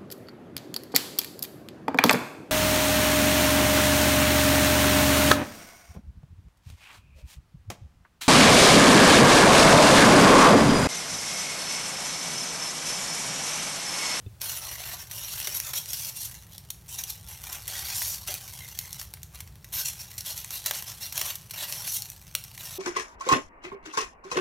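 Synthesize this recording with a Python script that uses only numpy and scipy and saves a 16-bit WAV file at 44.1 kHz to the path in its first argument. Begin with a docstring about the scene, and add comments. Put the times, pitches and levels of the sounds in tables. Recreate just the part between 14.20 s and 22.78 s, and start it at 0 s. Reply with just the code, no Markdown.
"""Hands peel crumpled aluminium foil off a rubbery mould over a workbench, near a mono microphone.
A small workshop drones low under faint hiss; one soft bump comes first. From 0.2 s the held foil
rustles, each squeeze or pull a swell of tiny buckling facets, and single creases snap in between.
From 1.3 s fingers now and then knock the hollow shell; at 4.4 s the rubber pulls free in tiny slips.
The crinkling goes on to the end, answered briefly by the room."""
import sys
import numpy as np
from scipy import signal
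from scipy.fft import rfft, irfft
from scipy.io import wavfile
from scipy.ndimage import uniform_filter1d

SR = 44100
rng = np.random.default_rng(int(sys.argv[2]) if len(sys.argv) > 2 else 0)


def to_wav(s):
    """Save 16-bit WAV."""
    ch = np.atleast_2d(s).T  # columns
    pcm = np.round(np.clip(ch, -1, 1) * 32767)  # PCM
    wavfile.write(sys.argv[1], SR, pcm.astype(np.int16))


N = 378378

PANEL_HZ = 2860  # broad panels ring below, small facets above
USUAL_DB, USUAL_DULL_DB = -38.5, -12  # ordinary stroke; its panels re its facets
# light grip on the foil: t/s, level/dB
GRIP = [(0.2, -54.5), (1.65, -50.5), (2.15, -48), (2.25, -58.5), (2.63, -65), (2.8, -47), (3.02, -55.5),
        (3.2, -49.5), (4.3, -45.5), (4.8, -48), (4.95, -64), (5.41, -70), (5.55, -50.5), (6.65, -47.5),
        (7.24, -56), (7.82, -46.5), (8.01, -56.5), (8.4, -51)]


def amp(db):
    return 10 ** (np.asarray(db) / 20)


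def unit_rms(x):
    return x / np.sqrt(np.mean(x ** 2) + 1e-20)


def at_hz(points, hz):
    f, value = np.transpose(points)
    return np.interp(np.log(hz + 1), np.log(f + 1), value)


def hump(hz, centre_hz, width_hz):
    return np.exp(-2 * ((hz - centre_hz) / width_hz) ** 2)


def smooth(x, first, second):
    return uniform_filter1d(uniform_filter1d(x, first), second)


def add(mix, start_s, sound):
    part = mix[max(round(start_s * SR), 0):][:len(sound)]
    part += sound[:len(part)]


def tinted(x, db_at, size=2048):
    """Causal filter of gain db_at(hz); attacks stay sharp."""
    log_gain = np.log(amp(np.maximum(db_at(abs(np.fft.fftfreq(size, 1 / SR))), -100)))
    taps = np.fft.ifft(np.exp(np.conj(signal.hilbert(log_gain)))).real
    return signal.oaconvolve(x, taps[:size // 2])[:len(x)]


def split(x):
    """Dull and bright band."""
    return [signal.sosfilt(signal.butter(3, PANEL_HZ, kind, fs=SR, output="sos"), x)
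            for kind in ("low", "high")]


def room_tone(drone_db=-50, hiss_db=-61):
    """Workshop drone whose deep part comes and goes, plus faint steady hiss."""
    # noise spectra: f/Hz, relative density/dB
    drone_shape = [(13, -50.5), (22, -31), (59, 3), (123, 0), (187, -9.5), (254, -27), (280, -46),
                   (360, -74), (620, -120)]
    hiss_shape = [(150, -35), (300, -5), (800, -9), (2000, -15), (16000, -18)]
    # deep rumble: t/s, gain/dB
    swell = [(0.8, -1.5), (3, -2), (3.9, 3.5), (4.6, -5), (5.2, 5), (5.798, -4.5), (8.5, -7.5)]
    hz = np.fft.rfftfreq(N, 1 / SR)
    drone, hiss = (unit_rms(irfft(rfft(rng.standard_normal(N)) * amp(at_hz(shape, hz)), N))
                   for shape in (drone_shape, hiss_shape))
    deep = irfft(rfft(drone) * hump(hz, centre_hz=70, width_hz=34), N)
    swell_db = np.interp(np.arange(N) / SR, *np.transpose(swell))
    return amp(drone_db) * (drone + (amp(swell_db) - 1) * deep) + amp(hiss_db) * hiss


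def knock(modes):
    """Soft blow on a few quickly damped modes."""
    t = np.arange(SR // 3) / SR
    return -sum(amp(db - 60 * t / t60_s) * np.sin(2 * np.pi * hz * t) * (1 - np.exp(-2 * hz * t))
                for hz, db, t60_s in modes)


def bench_bump(start_s=0.063):
    """Something soft knocks the bench, with a faint clink."""
    # f/Hz, level/dB, t60/s
    modes = [(105, -22, 0.083), (171.4, -38, 0.07), (288.3, -38.5, .05), (385, -40, 0.053),
             (2600, -54, 0.05), (3570, -51, 0.045)]
    out = np.zeros(N)
    add(out, start_s, knock(modes))
    return out


def crinkle_spectrum_db(hz):
    """Foil crinkle spectrum with steady peaks and dips, including the microphone's bright colour."""
    # f/Hz, relative density/dB
    spectrum = [(150, -44.5), (250, -23), (913, -12.5), (1160, -14), (5040, 0.5), (5690, -0.5),
                (8180, -5.5), (13000, -1), (15500, -12)]
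    # foil shell and microphone: f/Hz, width/Hz, gain/dB
    colour = [(357, 94, 4), (597, 27, 3.5), (987, 280, 4), (1390, 310, 1.5), (1920, 140, 0),
              (3887, 850, -1.5), (4976, 595, -8), (5630, 860, 3), (11200, 1100, 1), (14350, 1500, 5)]
    return at_hz(spectrum, hz) + sum(db * hump(hz, f, width_hz) for f, width_hz, db in colour)


def facet(tick, ring, fade_s, cycles, count=3, size=700):
    """One buckle: a tick, a brief scatter through the wrinkles, a few modes."""
    t = np.arange(size) / SR
    scatter = rng.standard_normal(size) * np.exp(-t / fade_s)
    hz = np.exp(rng.uniform(np.log(700), np.log(15000), (count, 1)))
    life_s = cycles / np.sqrt(hz * PANEL_HZ)  # larger facets ring longer
    modes = (np.sqrt(hz / life_s) * np.sin(2 * np.pi * hz * t) * np.exp(-t / life_s)).sum(0)
    buckle = unit_rms(scatter) + ring * unit_rms(modes) + tick * unit_rms(1. * (t == 0))
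    return unit_rms(buckle) / np.sqrt(size)


def crackle(samples, per_s, spread_db, clump_db=2, size=600, count=3):
    """Facets buckle in clumps; each flips for some 40 ms, then its neighbours take over."""
    clumps = unit_rms(smooth(rng.standard_normal(samples), 300, 200))
    strength = amp(spread_db * np.minimum(rng.exponential(1, samples), 4) + clump_db * clumps)
    clicks = strength * rng.choice([-1, 1], samples) * (rng.random(samples) < per_s / SR)
    owner = np.arange(samples) // size - rng.integers(0, count, samples)
    out = np.zeros(samples)
    for k in np.unique(owner):
        span = slice(max(k, 0) * size, (k + count) * size)
        buckle = facet(tick=0.85, ring=0.7, fade_s=0.0016, cycles=16.4)
        add(out, span.start / SR, signal.fftconvolve(clicks[span] * (owner[span] == k), buckle))
    return out


def crinkle(force_db, bright_db, dull_db, air_hz, ring_hz, ring_db=4, air_db=6):
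    """Bent foil: a light touch gives few, uneven ticks, a hard one a dense sizzle."""
    effort_db = bright_db + force_db - USUAL_DB
    grains = crackle(len(effort_db), per_s=2600 * amp(.8 * np.maximum(effort_db, -20)),
                     spread_db=np.clip(2.5 - 0.11 * effort_db, 0, 6))
    tilt_db_per_oct = 0.56 * (bright_db - dull_db + USUAL_DULL_DB)  # tight crumples sound thinner
    grains = tinted(grains, lambda hz: crinkle_spectrum_db(hz)
                    + tilt_db_per_oct * np.log2(np.clip(hz / PANEL_HZ, .5, 2))
                    + ring_db * hump(hz, ring_hz, 0.12 * ring_hz)
                    + air_db * hump(hz, air_hz, width_hz=130))
    levels_db = dull_db + 0.78 * force_db, bright_db + force_db  # panels follow the force less
    out = 0
    for band, db in zip(split(grains), levels_db):
        power = smooth(band ** 2, 1800, 1100)  # concurrent buckles share the fingers' energy
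        out = out + amp(db) * band / np.sqrt(abs(power) + 1e-3 * np.mean(band ** 2) + 1e-20)
    return out


def handling():
    """Held foil never quite rests: crinkle under a light grip."""
    times_s, db = np.transpose(GRIP)
    force_db = np.interp(np.arange(times_s[0], N / SR, 1 / SR), times_s, db) - USUAL_DB
    rustle = crinkle(force_db, USUAL_DB, USUAL_DB - 11.5, air_hz=800, ring_hz=8500, ring_db=2)
    out = np.zeros(N)
    add(out, times_s[0], rustle)
    return out


def squeezes(attack_s=.018, release_db_per_s=416, settle_db=-16.5, settle_db_per_s=110, catch_db=0.82):
    """Each stroke bites, grows or eases, lets go and leaves the foil settling."""
    # t/s, length/s, facet level/dB, panel level/dB, growth/dB, ring of the stretched patch/Hz
    strokes = [(0.204, 0.18, -34.5, -45, -3, 9700), (0.408, 0.15, -39, -46.5, 2, 1970),
               (0.568, 0.18, -39, -45.5, 2, 1800), (0.777, 0.038, -40, -49.5, 0, 5660),
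               (0.897, 0.25, -38.5, -49.5, 4.5, 2950), (1.145, 0.18, -36, -46.5, 0, 2960),
               (1.406, 0.084, -38, -48, 9, 6960), (1.332, 0.037, -30.5, -45, 3, 11600),
               (1.543, 0.034, -27, -43, 0, 3970), (1.671, 0.22, -35.5, -51, 0.5, 4830),
               (1.947, 0.11, -37.5, -57, 4, 8900), (2.311, 0.036, -45.5, -58, -5, 3340),
               (2.674, 0.076, -41, -56.5, 6.5, 8600), (2.775, 0.015, -30.5, -44, -1, 6260),
               (2.872, 0.034, -35, -50, 0, 5440), (3.069, 0.061, -43, -53, 2.5, 11200),
               (3.228, 0.13, -42, -48, 6.5, 6750), (3.475, 0.26, -37, -46, 5, 4770),
               (3.734, 0.21, -32, -48.5, -1.5, 5000), (4.067, 0.078, -34.5, -43, -5, 2500),
               (4.777, 0.037, -40.5, -54, -3, 4570), (5.118, 0.077, -49, -55.5, -5.5, 10600),
               (5.519, 0.094, -31, -45, 2.5, 12700), (5.64, 0.049, -30.5, -46, -1, 7200),
               (5.784, 0.028, -40, -53, 1, 5360), (6.042, 0.076, -36.5, -49.5, 1, 4160),
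               (6.149, 0.052, -39.5, -52.5, -0.5, 3200), (6.306, 0.069, -37, -51, 3, 4170),
               (6.446, 0.04, -31.5, -41.5, -1, 4240), (6.525, 0.063, -35.5, -46, -1.5, 2970),
               (6.654, 0.062, -40, -50, -1, 5400), (6.8, 0.068, -36, -49.5, -1, 3950),
               (6.938, 0.17, -34, -43.5, 1, 3240), (7.321, 0.12, -37.5, -45.5, 11.5, 2600),
               (7.471, 0.21, -38, -48.5, -1.5, 10300), (7.657, 0.11, -32.5, -52.5, 5.5, 10500),
               (8.385, 0.27, -42, -52, 0, 3700)]
    # air resonance in the foil shell: t/s, f/Hz
    hollow = [(0.3, 580), (0.5, 695), (1.2, 530), (3.1, 860), (4.3, 630)]
    out = np.zeros(N)
    for start_s, length_s, bright_db, dull_db, growth_db, ring_hz in strokes:
        t = np.arange(1, (length_s + .2) * SR) / SR
        after_s = np.maximum(t - length_s, 0)
        force_db = 20 * np.log10(np.minimum(t / attack_s, 1))
        force_db += growth_db * (np.minimum(t / length_s, 1) - .5)
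        force_db += np.maximum(-release_db_per_s * after_s, settle_db - settle_db_per_s * after_s)
        wander = unit_rms(smooth(rng.standard_normal(len(t) + SR // 2), 1300, 500))
        force_db += catch_db * wander[:len(t)]  # the foil resists and gives
        air_hz = np.interp(start_s, *np.transpose(hollow))
        add(out, start_s, crinkle(force_db, bright_db, dull_db, air_hz, ring_hz))
    return out


def crease(crack_db, pop_db, run_s, ring_db=6, bare_s=.0015, size=2400):
    """A tight crease is a bare tick; a long one gathers pace, runs on and rings the panel beside it."""
    pop = facet(tick=.3, ring=.35, fade_s=run_s, cycles=7, count=8, size=size)
    rise_samples = max(SR * (run_s - bare_s) / 2, 1)
    pop *= np.minimum(np.arange(1, size + 1) / rise_samples, 1)
    pop = tinted(pop, lambda hz: crinkle_spectrum_db(hz) + ring_db * hump(hz, 1950, width_hz=550))
    dull, bright = (band / np.sqrt(np.mean(band[:132] ** 2)) for band in split(pop))  # RMS of first 3 ms
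    return amp(crack_db) * bright + amp(pop_db) * dull


def snaps(ticks_per_s=12, above_grip_db=6, spread_db=1.5):
    """Big creases give way; small ones tick at random while the foil is held."""
    # t/s, relative crack level/dB, relative pop level/dB, run/s
    creases = [(0.216, -27, -47, 0.0021), (0.912, -34, -42, 0.0024), (1.2, -28.5, -38, 0.0033),
               (1.271, -26.5, -31.5, 0.0046), (1.401, -24, -34.5, .001), (1.533, -31, -37, 0.0071),
               (1.658, -35.5, -47, .002), (1.731, -26, -44, 0.0049), (2.381, -36, -60, 0.0014),
               (2.503, -28, -47.5, 0.0032), (2.837, -27.5, -55, 0.0034), (3.238, -36, -60, .003),
               (3.327, -30.5, -53, 0.0039), (3.478, -28.5, -42, 0.0047), (3.553, -36, -38, 0.0036),
               (3.818, -30, -31.5, 0.0023), (4.074, -32.5, -46, 0.0046), (4.141, -26.5, -58, .001),
               (4.589, -24, -47, 0.0019), (4.729, -30.5, -60, 0.0023), (4.797, -34, -56, .002),
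               (4.813, -36, -41.5, 0.0042), (4.938, -34, -43, .0015), (4.971, -57, -48.5, .003),
               (5.031, -35.5, -54, 0.0022), (5.155, -43, -56, 0.0027), (5.204, -34.5, -41, 0.0033),
               (5.274, -49, -53, .004), (5.356, -51, -54, .001), (5.444, -41.5, -46.5, 0.0035),
               (5.533, -43, -50, .004), (5.916, -44, -51, .0025), (5.979, -32.5, -52, 0.0068),
               (6.007, -31.5, -62, 0.0024), (6.177, -30, -59, .0025), (6.246, -32, -41, .001),
               (6.306, -31, -41, 0.003), (6.46, -22.5, -35, 0.0039), (6.51, -23.5, -25, 0.0022),
               (6.624, -33, -40, 0.0018), (6.923, -32, -41, 0.0057), (6.978, -22, -31.5, .0013),
               (7.014, -23, -28, 0.0023), (7.155, -30, -49, 0.0028), (7.308, -32.5, -44, 0.0047),
               (7.524, -28, -47, 0.0025), (7.675, -31, -38, .003), (7.821, -28.5, -61, 0.0018),
               (7.901, -33, -64, .001), (8.151, -19.5, -27, 0.0015), (8.239, -36, -64, 0.0023),
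               (8.377, -40, -41, 0.0037)]
    out = np.zeros(N)
    for start_s, crack_db, pop_db, run_s in creases:
        add(out, start_s, crease(crack_db + .5, pop_db - 1, run_s))
    first_s = GRIP[0][0]
    count = int(ticks_per_s * (N / SR - first_s))
    for k, (place, chance) in enumerate(rng.random((count, 2))):
        start_s = first_s + (k + place) / ticks_per_s
        db = np.interp(start_s, *np.transpose(GRIP)) + above_grip_db
        db += spread_db * min(-np.log(1 - chance), 2)
        add(out, start_s, crease(db, db - 12, run_s=0.0028))
    return out


def shell_knocks():
    """Shifting fingers knock the hollow foil shell."""
    # t/s, level/dB
    blows = [(1.275, -41), (4.09, -40), (4.14, -47), (7.42, -49)]
    # f/Hz, relative level/dB, t60/s
    modes = [(388, -1.5, 0.046), (602, 0.5, 0.074)]
    out = np.zeros(N)
    for start_s, db in blows:
        add(out, start_s, amp(db) * knock(modes))
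    return out


def peel(slips_per_s=160, ring_hz=2080, width_hz=260, ring_db=28):
    """Stretched rubber lets go in tiny slips that ring the taut foil at one pitch."""
    # t/s, level/dB
    pull = [(4.4, -52), (4.46, -54), (4.54, -66), (4.72, -55), (4.85, -66)]
    times_s, db = np.transpose(pull)
    t = np.arange(times_s[0], times_s[-1], 1 / SR)
    slips = rng.standard_normal(len(t)) * (rng.random(len(t)) < slips_per_s / SR)
    ringing = unit_rms(tinted(slips, lambda hz: ring_db * hump(hz, ring_hz, width_hz)))
    out = np.zeros(N)
    add(out, times_s[0], amp(np.interp(t, times_s, db)) * ringing)
    return out


def workshop(x, tail_db=-10, near_db=-14, count=8):
    """Adds reflections from the bench and nearby things, then a short tail."""
    # f/Hz, t60/s
    decay = [(300, 0.41), (5000, 0.29), (15000, 0.29)]
    size = SR // 2
    echoes = rng.choice([-1., 1.], size) * (rng.random(size) < .1)
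    hz, t, spectra = signal.stft(echoes, SR, nperseg=256)
    tail = signal.istft(spectra * amp(-60 * t / at_hz(decay, hz)[:, None]), SR, nperseg=256)[1]
    tail[:SR // 250] = 0
    response = amp(tail_db) * tail / np.linalg.norm(tail)
    delays_s = rng.uniform(.002, .014, count)
    response[(delays_s * SR).astype(int)] += amp(near_db) * rng.choice([-1, 1], count) / np.sqrt(count)
    return x + signal.oaconvolve(x, response)[:N]


def scene():
    """Foil in the room, bump and room tone; both channels alike."""
    foil = squeezes() + handling() + snaps() + shell_knocks() + peel()
    mono = workshop(foil) + bench_bump() + room_tone()
    return np.array([mono, mono])


def record(dry):
    """Steep low-pass on the top treble."""
    edge_hz = 16080
    taps = signal.firwin(511, edge_hz, window=("kaiser", 9), fs=SR)
    return signal.oaconvolve(dry, taps[None], "same")


dry = scene()
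out = record(dry)
to_wav(out)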